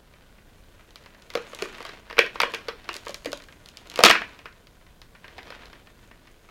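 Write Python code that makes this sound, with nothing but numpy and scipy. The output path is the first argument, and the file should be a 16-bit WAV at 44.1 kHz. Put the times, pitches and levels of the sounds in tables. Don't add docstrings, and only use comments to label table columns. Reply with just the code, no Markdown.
import sys
import numpy as np
from scipy import signal
from scipy.fft import rfft, irfft
from scipy.io import wavfile
from scipy.ndimage import uniform_filter1d

SR = 44100
rng = np.random.default_rng(int(sys.argv[2]) if len(sys.argv) > 2 else 0)


def store_wav(level_fs):
    pcm = np.round(np.clip(np.atleast_2d(level_fs), -1, 1) * 32767)
    wavfile.write(sys.argv[1], SR, pcm.T.astype(np.int16))


N = 286650

# (time [s], effort [dB], peeling [dB])
HAND_WORK = [(0.0, -60, -80.5), (0.7, -61.5, -74), (1.38, -52.5, -67), (1.5, -45.5, -55),
             (1.78, -42.5, -59.5), (2.04, -54, -75.5), (2.57, -48.5, -61.5), (2.76, -54, -88),
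             (2.92, -47, -63.5), (3.25, -58.5, -59), (3.75, -58, -70), (4.14, -37.5, -62),
             (4.28, -50, -69.5), (4.699, -62.5, -75), (5.12, -62, -76), (5.53, -46, -76),
             (5.85, -59.5, -73.5), (6.5, -60.5, -71.5)]
# (time [s], slap [dB], sharpness = crack over slap [dB])
FOLD_TICKS = [(0.1378, -53.5, -7), (0.3857, -55, -27), (0.795, -52.5, -22), (0.9072, -63, 8),
              (0.9582, -45.5, 2.5), (1.0606, -45, -6), (1.1476, -51.5, -6), (1.222, -69, 15.5),
              (1.3029, -42.5, 0), (1.3381, -46, 1.5), (1.4761, -53, -5), (1.5483, -51.5, 9),
              (1.589, -40, -8.5), (1.8273, -44, -2), (1.8652, -48, 1), (2.0999, -37.5, -10),
              (2.169, -32.5, -15), (2.2641, -38, -4), (2.52, -63, 12), (2.8441, -52.5, 0),
              (2.931, -48, 4.5), (2.9418, -44, 6), (2.9526, -42, -1), (2.9659, -45, 8.5), (3.0523, -60, 9),
              (3.0629, -53, 6), (3.0828, -48.5, 8.5), (3.1073, -49, 4), (3.1442, -38, 3.5),
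              (3.2472, -41.5, -2), (3.3189, -46, 5), (3.3746, -56.5, 10.5), (3.401, -46, -8),
              (3.4217, -50.5, 0), (3.4391, -56, 4.5), (3.4859, -45.5, -9), (3.5247, -48, -5.5),
              (3.6598, -53, 6.5), (3.6878, -58, 12.5), (3.7715, -50.5, 10), (3.8728, -63, 12),
              (3.8996, -57.5, 16.5), (3.9161, -44.5, -2), (3.94, -51, 5), (3.9591, -37, 5),
              (3.976, -32.5, -5), (4.3907, -45, -5), (4.4569, -35, -12.5), (4.6706, -54, 2),
              (4.812, -56.5, -15), (4.866, -53.5, -9), (5.017, -46.5, 1), (5.151, -47.5, -12),
              (5.2438, -41, -20), (5.2807, -45, -4), (5.3885, -41, -12), (5.4306, -51, 1.5),
              (5.522, -40, -16), (5.6334, -47.5, -13), (5.6565, -57.5, 8.5), (5.7303, -45, -6),
              (5.8713, -49, -9), (6.113, -47.5, -16), (6.2726, -50, -7), (6.4887, -49, -12.5)]
# (time [s], slap [dB], sharpness [dB], slap decay [ms], sheet [Hz], pocket [Hz], pocket [dB])
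GLOVE_SNAPS = [(1.353, -27, -4, 2.6, 1010, 496, -21), (1.3737, -35, -9, 2.6, 1240, 480, -29),
               (1.5328, -39.5, -12, 1.9, 1100, 520, -40), (1.6226, -29, -3, 1.5, 2650, 390, -24.5),
               (1.656, -38, -21, 1.1, 1080, 340, -48), (1.8046, -37.5, -11.5, 6.8, 1000, 506, -36.5),
               (1.8511, -36, -4.5, 3, 974, 640, -41.5), (1.892, -40, -4.5, 5.5, 1520, 420, -46),
               (2.1093, -37, -8.5, 3.1, 1060, 600, -43), (2.1279, -39, -6.5, 2, 1710, 473, -40.5),
               (2.1819, -19, -17, 2.3, 1780, 475, -24.5), (2.1904, -9.5, -7.5, 2.4, 2405, 486, -15.5),
               (2.2288, -44, -15, 3, 2140, 538, -32), (2.357, -32.5, -13, 4, 1110, 500, -39.5),
               (2.402, -16.5, -6.5, 3.5, 1080, 593, -30), (2.417, -25, -2, 1.6, 2110, 565, -32),
               (2.4328, -18.5, -16, 2, 1110, 523, -21.5), (2.5376, -28, -10, 5.9, 2620, 474, -36.5),
               (2.5463, -31, -1.5, 6.5, 2620, 473, -35.5), (2.6842, -29.5, -2.5, 10, 1180, 482, -29),
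               (2.8902, -27, -8, 2, 1200, 368, -36.5), (3.0675, -33.5, -21, 5.7, 1110, 500, -36),
               (3.0937, -44.5, 3, 9, 1030, 552, -31), (3.258, -34, -1, 5.7, 2100, 510, -27.5),
               (3.2703, -38, -18, 3, 1820, 294, -31), (3.33, -34.5, 1, 2.1, 1300, 585, -30.5),
               (3.9904, -23, -3.5, 3, 1209, 520, -16), (4.005, -26, -7, 5, 1148, 720, -20),
               (4.029, -33.5, -3, 4, 1447, 620, -23.5), (4.0367, -7.5, 1.5, 3.5, 1180, 520, -9.5),
               (4.0397, -20, 0.5, 4, 1288, 219, -20.5), (4.0496, -14.5, 2, 4, 2500, 334, -16),
               (4.0558, -12.5, -3.5, 3.5, 2805, 710, -16), (4.0606, -13, 0, 5, 2820, 511, -32.5),
               (4.0654, -14, -7, 3, 1120, 574, -23), (4.0828, -18, -7, 3.5, 2690, 462, -32),
               (4.0972, -23.5, 2, 2.5, 2546, 613, -22), (4.1017, -10, -13.5, 2.5, 2620, 633, -22),
               (4.1102, -11, -6.5, 4, 1879, 646, -32), (4.153, -18.5, -23, 11, 1580, 436, -35.5),
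               (4.2176, -28, -18, 4.2, 1600, 694, -37), (5.3814, -43.5, -2, 5, 2070, 774, -41),
               (5.504, -41.5, -2.5, 2, 1230, 540, -41)]
# (frequency [Hz], gain [dB])
CRINKLE_EQ = [(300, -25), (700, 2.5), (1200, 2), (2200, 0), (3800, -4), (5500, -13), (8000, -24.5),
              (15500, -37)]
RUB_EQ = [(100, -10), (220, 1.5), (400, 1.5), (600, 1), (900, -23), (1600, -26.5), (4000, -40.5)]
# (frequency [Hz], gain [dB])
THUD_EQ = [(70, -20), (130, -5), (210, -4.5), (330, 1.5), (620, 5), (800, -8), (1200, -16), (3000, -36.5)]
SLAP_EQ = [(300, -30.5), (750, -7), (1100, 0.5), (1450, -2.5), (1800, -1.5), (2400, -1.5), (2900, -4.5),
           (4000, -15.5), (8000, -46)]
CRACK_EQ = [(1000, -39), (2300, -1), (3100, 3.5), (4300, 3), (5500, -3), (7000, -29.5), (12000, -26)]
FIZZ_EQ = [(3000, -41), (6500, 11), (8500, 2), (11000, 1), (15500, -13.5)]
# (frequency [Hz], relative density [dB])
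HOUSE_EQ = [(12, -18), (20, 7), (53, 0), (245, -9.5), (333, -14), (581, -16), (811, -21), (1100, -22),
            (1270, -31), (1500, -17.5), (1870, -36), (3260, -27), (5090, -31), (15500, -35.5)]
# (frequency [Hz], gain [dB])
ROOM_EQ = [(100, -11), (220, -1), (520, -5), (850, -3.5), (1150, -1.5), (1500, 0.5), (2250, 1.5),
           (2900, 0.5), (4500, -3.5), (8000, -1), (15000, -4.5)]
# (frequency [Hz], T60 [s])
ROOM_DECAY = [(200, 0.39), (530, 0.28), (1400, 0.25), (2300, 0.24), (4000, .26), (10000, 0.18)]


def amp(db):
    return 10 ** (np.asarray(db) / 20)


def unit_rms(x):
    return x / np.sqrt(np.mean(x ** 2))


def hit_level(x, db, hold_s=.007):
    return x * amp(db) * np.sqrt(hold_s * SR / np.sum(x ** 2))


def log_interp(points, hz):
    point_hz, value = np.transpose(points)
    return np.interp(np.log(np.maximum(hz, 1)), np.log(point_hz), value)


def response(eq, size=1024):
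    hz = np.arange(size // 2 + 1) * SR / size
    cepstrum = irfft(np.log(amp(log_interp(eq, hz))))
    cepstrum[1:size // 2] *= 2
    cepstrum[size // 2 + 1:] = 0
    return irfft(np.exp(rfft(cepstrum)))[:size // 2]


def wander(rate_hz):
    hold = int(SR / rate_hz)
    steps = np.repeat(rng.standard_normal(N // hold + 1), hold)[:N]
    return unit_rms(uniform_filter1d(uniform_filter1d(steps, hold), hold))


def hands(time_s):
    times_s, *columns = np.transpose(HAND_WORK)
    return [np.interp(time_s, times_s, column) for column in columns]


def slips(eq, per_s, spread_db):
    happens = rng.random(N) < per_s / SR
    sizes = amp(spread_db * np.minimum(rng.exponential(size=N), 4))
    impulses = happens * sizes * rng.standard_normal(N)
    return unit_rms(signal.fftconvolve(impulses, response(eq))[:N])


def rustle(light_effort_db=-60, rub_db_per_db=.75):
    effort_db, peel_db = hands(np.arange(N) / SR)
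    rub_db = -65 + rub_db_per_db * (effort_db - light_effort_db)
    crinkle = amp(effort_db - 3.5) * slips(CRINKLE_EQ, per_s=1900, spread_db=2.5)
    peel = amp(peel_db - 5) * slips(FIZZ_EQ, per_s=730, spread_db=2)
    rub = amp(rub_db) * slips(RUB_EQ, per_s=1800, spread_db=1.5)
    grip_db = 2.3 * wander(rate_hz=130)
    return amp(grip_db) * (crinkle + peel + rub)


def house_air(level_db=-54, drift_db=.5):
    hz = np.arange(N // 2 + 1) * SR / N
    noise = irfft(rfft(rng.standard_normal(N)) * amp(log_interp(HOUSE_EQ, hz)), N)
    return amp(level_db) * unit_rms(noise) * amp(drift_db * wander(rate_hz=3.6))


def fold_flicks(strays_per_s=6, stray_spread_db=3, base_hz=2200, oct_per_db=.025, spread_oct=.36):
    times_s = rng.uniform(0, N / SR, int(strays_per_s * N / SR))
    slap_jitter_db, sharp_jitter_db = stray_spread_db * rng.standard_normal((len(times_s), 2)).T
    effort_db, _ = hands(times_s)
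    strays = np.column_stack([times_s, effort_db - 2.5 + slap_jitter_db, sharp_jitter_db - 6])
    flicks = np.vstack([FOLD_TICKS, strays])
    octaves = oct_per_db * flicks[:, 2] + spread_oct * rng.standard_normal(len(flicks))
    return np.column_stack([flicks, base_hz * 2 ** octaves])


def contact(body, db, decay_ms, first_blow, scatter, rise_ms=.29, size=2048):
    ms = 1000 * np.arange(size) / SR
    spray = rng.standard_normal(size) * amp(5 * rng.standard_normal(size))
    spray *= np.exp(-ms / max(decay_ms, .1)) * (1 - np.exp(-ms / rise_ms))
    spray *= scatter / np.sqrt(np.sum(spray ** 2))
    spray[0] = first_blow
    return hit_level(signal.fftconvolve(spray, body), db)


def taut_sheet(slap, hz, ring_db):
    return slap + amp(ring_db) * signal.lfilter(*signal.iirpeak(hz, Q=4, fs=SR), slap)


def treble_db(time_s, slap_db, sharpness_db, loose_peel_db=-70):
    crack_db = slap_db + sharpness_db
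    cling_db = hands(time_s)[1] - loose_peel_db
    fizz_db = crack_db - 13 + .35 * sharpness_db + .5 * cling_db
    return crack_db, fizz_db


def ticks(flicks, thud, slap, crack, fizz, scatter, ring_db):
    out = np.zeros(N)
    for time_s, slap_db, sharpness_db, sheet_hz in flicks:
        crack_db, fizz_db = treble_db(time_s, slap_db, sharpness_db)
        ringing = taut_sheet(slap, sheet_hz, ring_db)
        add(out, time_s, contact(thud, slap_db - 8.5, decay_ms=2.7, first_blow=.37, scatter=scatter))
        add(out, time_s, contact(ringing, slap_db, decay_ms=6.3, first_blow=.42, scatter=scatter))
        add(out, time_s, contact(crack, crack_db, decay_ms=1.2, first_blow=.9, scatter=scatter))
        add(out, time_s, contact(fizz, fizz_db, decay_ms=.66, first_blow=1.1, scatter=scatter))
    return out


def add(track, time_s, sound):
    start = max(int(time_s * SR), 0)
    part = sound[:max(N - start, 0)]
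    track[start:start + len(part)] += part


def pocket_decay_ms(hz, over_slap_db, base_cycles=2.6, doubling_db=14.5, max_cycles=5.3):
    cycles = min(base_cycles * 2 ** (over_slap_db / doubling_db), max_cycles)
    return 1000 * cycles / hz


def pocket_pop(hz, db, decay_ms, sag=.15, rise_ms=.94, size=3072):
    ms = 1000 * np.arange(size) / SR
    pitch_hz = hz * (1 + sag * (np.exp(-ms / decay_ms) - .5))
    ring = np.sin(2 * np.pi * np.cumsum(pitch_hz) / SR)
    closing = np.exp(-(ms / decay_ms) ** 1.2)
    return hit_level(ring * (1 - np.exp(-ms / rise_ms)) * closing, db)


def snaps(thud, slap, crack, fizz, scatter, pop_gain_db, ring_db):
    out = np.zeros(N)
    for time_s, slap_db, sharpness_db, slap_ms, sheet_hz, pocket_hz, pocket_db in GLOVE_SNAPS:
        crack_db, fizz_db = treble_db(time_s, slap_db, sharpness_db)
        pocket_ms = pocket_decay_ms(pocket_hz, pocket_db - slap_db)
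        ringing = taut_sheet(slap, sheet_hz, ring_db)
        add(out, time_s, pocket_pop(pocket_hz, pocket_db + pop_gain_db, pocket_ms))
        add(out, time_s, contact(thud, pocket_db - 9, pocket_ms, first_blow=.2, scatter=scatter))
        add(out, time_s, contact(ringing, slap_db, slap_ms, first_blow=.41, scatter=scatter))
        add(out, time_s, contact(crack, crack_db, .55 * slap_ms, first_blow=.65, scatter=scatter))
        add(out, time_s, contact(fizz, fizz_db, .17 * slap_ms, first_blow=.83, scatter=scatter))
    return out


def near_echo(x, gain_db=-10, delay_ms=1.6, decay_ms=5, top_hz=5000, size=2048):
    ms = 1000 * np.arange(size) / SR
    echo = rng.standard_normal(size) * (ms > delay_ms) * np.exp(-ms / decay_ms)
    echo /= np.sqrt(np.sum(echo ** 2))
    echo = signal.sosfilt(signal.butter(2, top_hz, fs=SR, output="sos"), echo)
    return amp(gain_db) * signal.fftconvolve(x, echo)[:N]


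def room(x, gain_db=-7.5, gap_s=.0048, build_s=.0039, size=22050):
    time_s = np.arange(size) / SR
    hz = np.arange(size // 2 + 1) * SR / size
    spectrum = rfft(rng.standard_normal(size))
    tail = np.zeros(size)
    for centre_hz, t60_s in ROOM_DECAY:
        band = log_interp([(f, float(f == centre_hz)) for f, _ in ROOM_DECAY], hz)
        tail += irfft(spectrum * band, size) * np.exp(-np.log(1000) * time_s / t60_s)
    tail *= np.clip((time_s - gap_s) / build_s, 0, 1)
    tail = signal.fftconvolve(tail / np.sqrt(np.sum(tail ** 2)), response(ROOM_EQ))
    return amp(gain_db) * signal.fftconvolve(x, tail)[:N]


def radiate(x, edge_hz=170):
    return signal.sosfilt(signal.butter(2, edge_hz, "high", fs=SR, output="sos"), x)


def scene():
    sheet = [response(eq) for eq in (THUD_EQ, SLAP_EQ, CRACK_EQ, FIZZ_EQ)]
    handling, flicks = rustle(), fold_flicks()
    direct = handling + snaps(*sheet, scatter=1, pop_gain_db=-.5, ring_db=6)
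    direct += ticks(flicks, *sheet, scatter=.68, ring_db=-.5)
    all_round = handling + snaps(*sheet, scatter=.54, pop_gain_db=0, ring_db=-2)
    all_round += ticks(flicks, *sheet, scatter=.1, ring_db=-1)
    gloves = radiate(direct + near_echo(all_round) + room(all_round))
    return (gloves + house_air())[None]


def record(dry, top_hz=15750):
    lowpass = signal.ellip(8, .05, 60, top_hz, fs=SR, output="sos")
    return signal.sosfiltfilt(lowpass, np.clip(dry, -1, 1))


dry = scene()
out = record(dry)
store_wav(out)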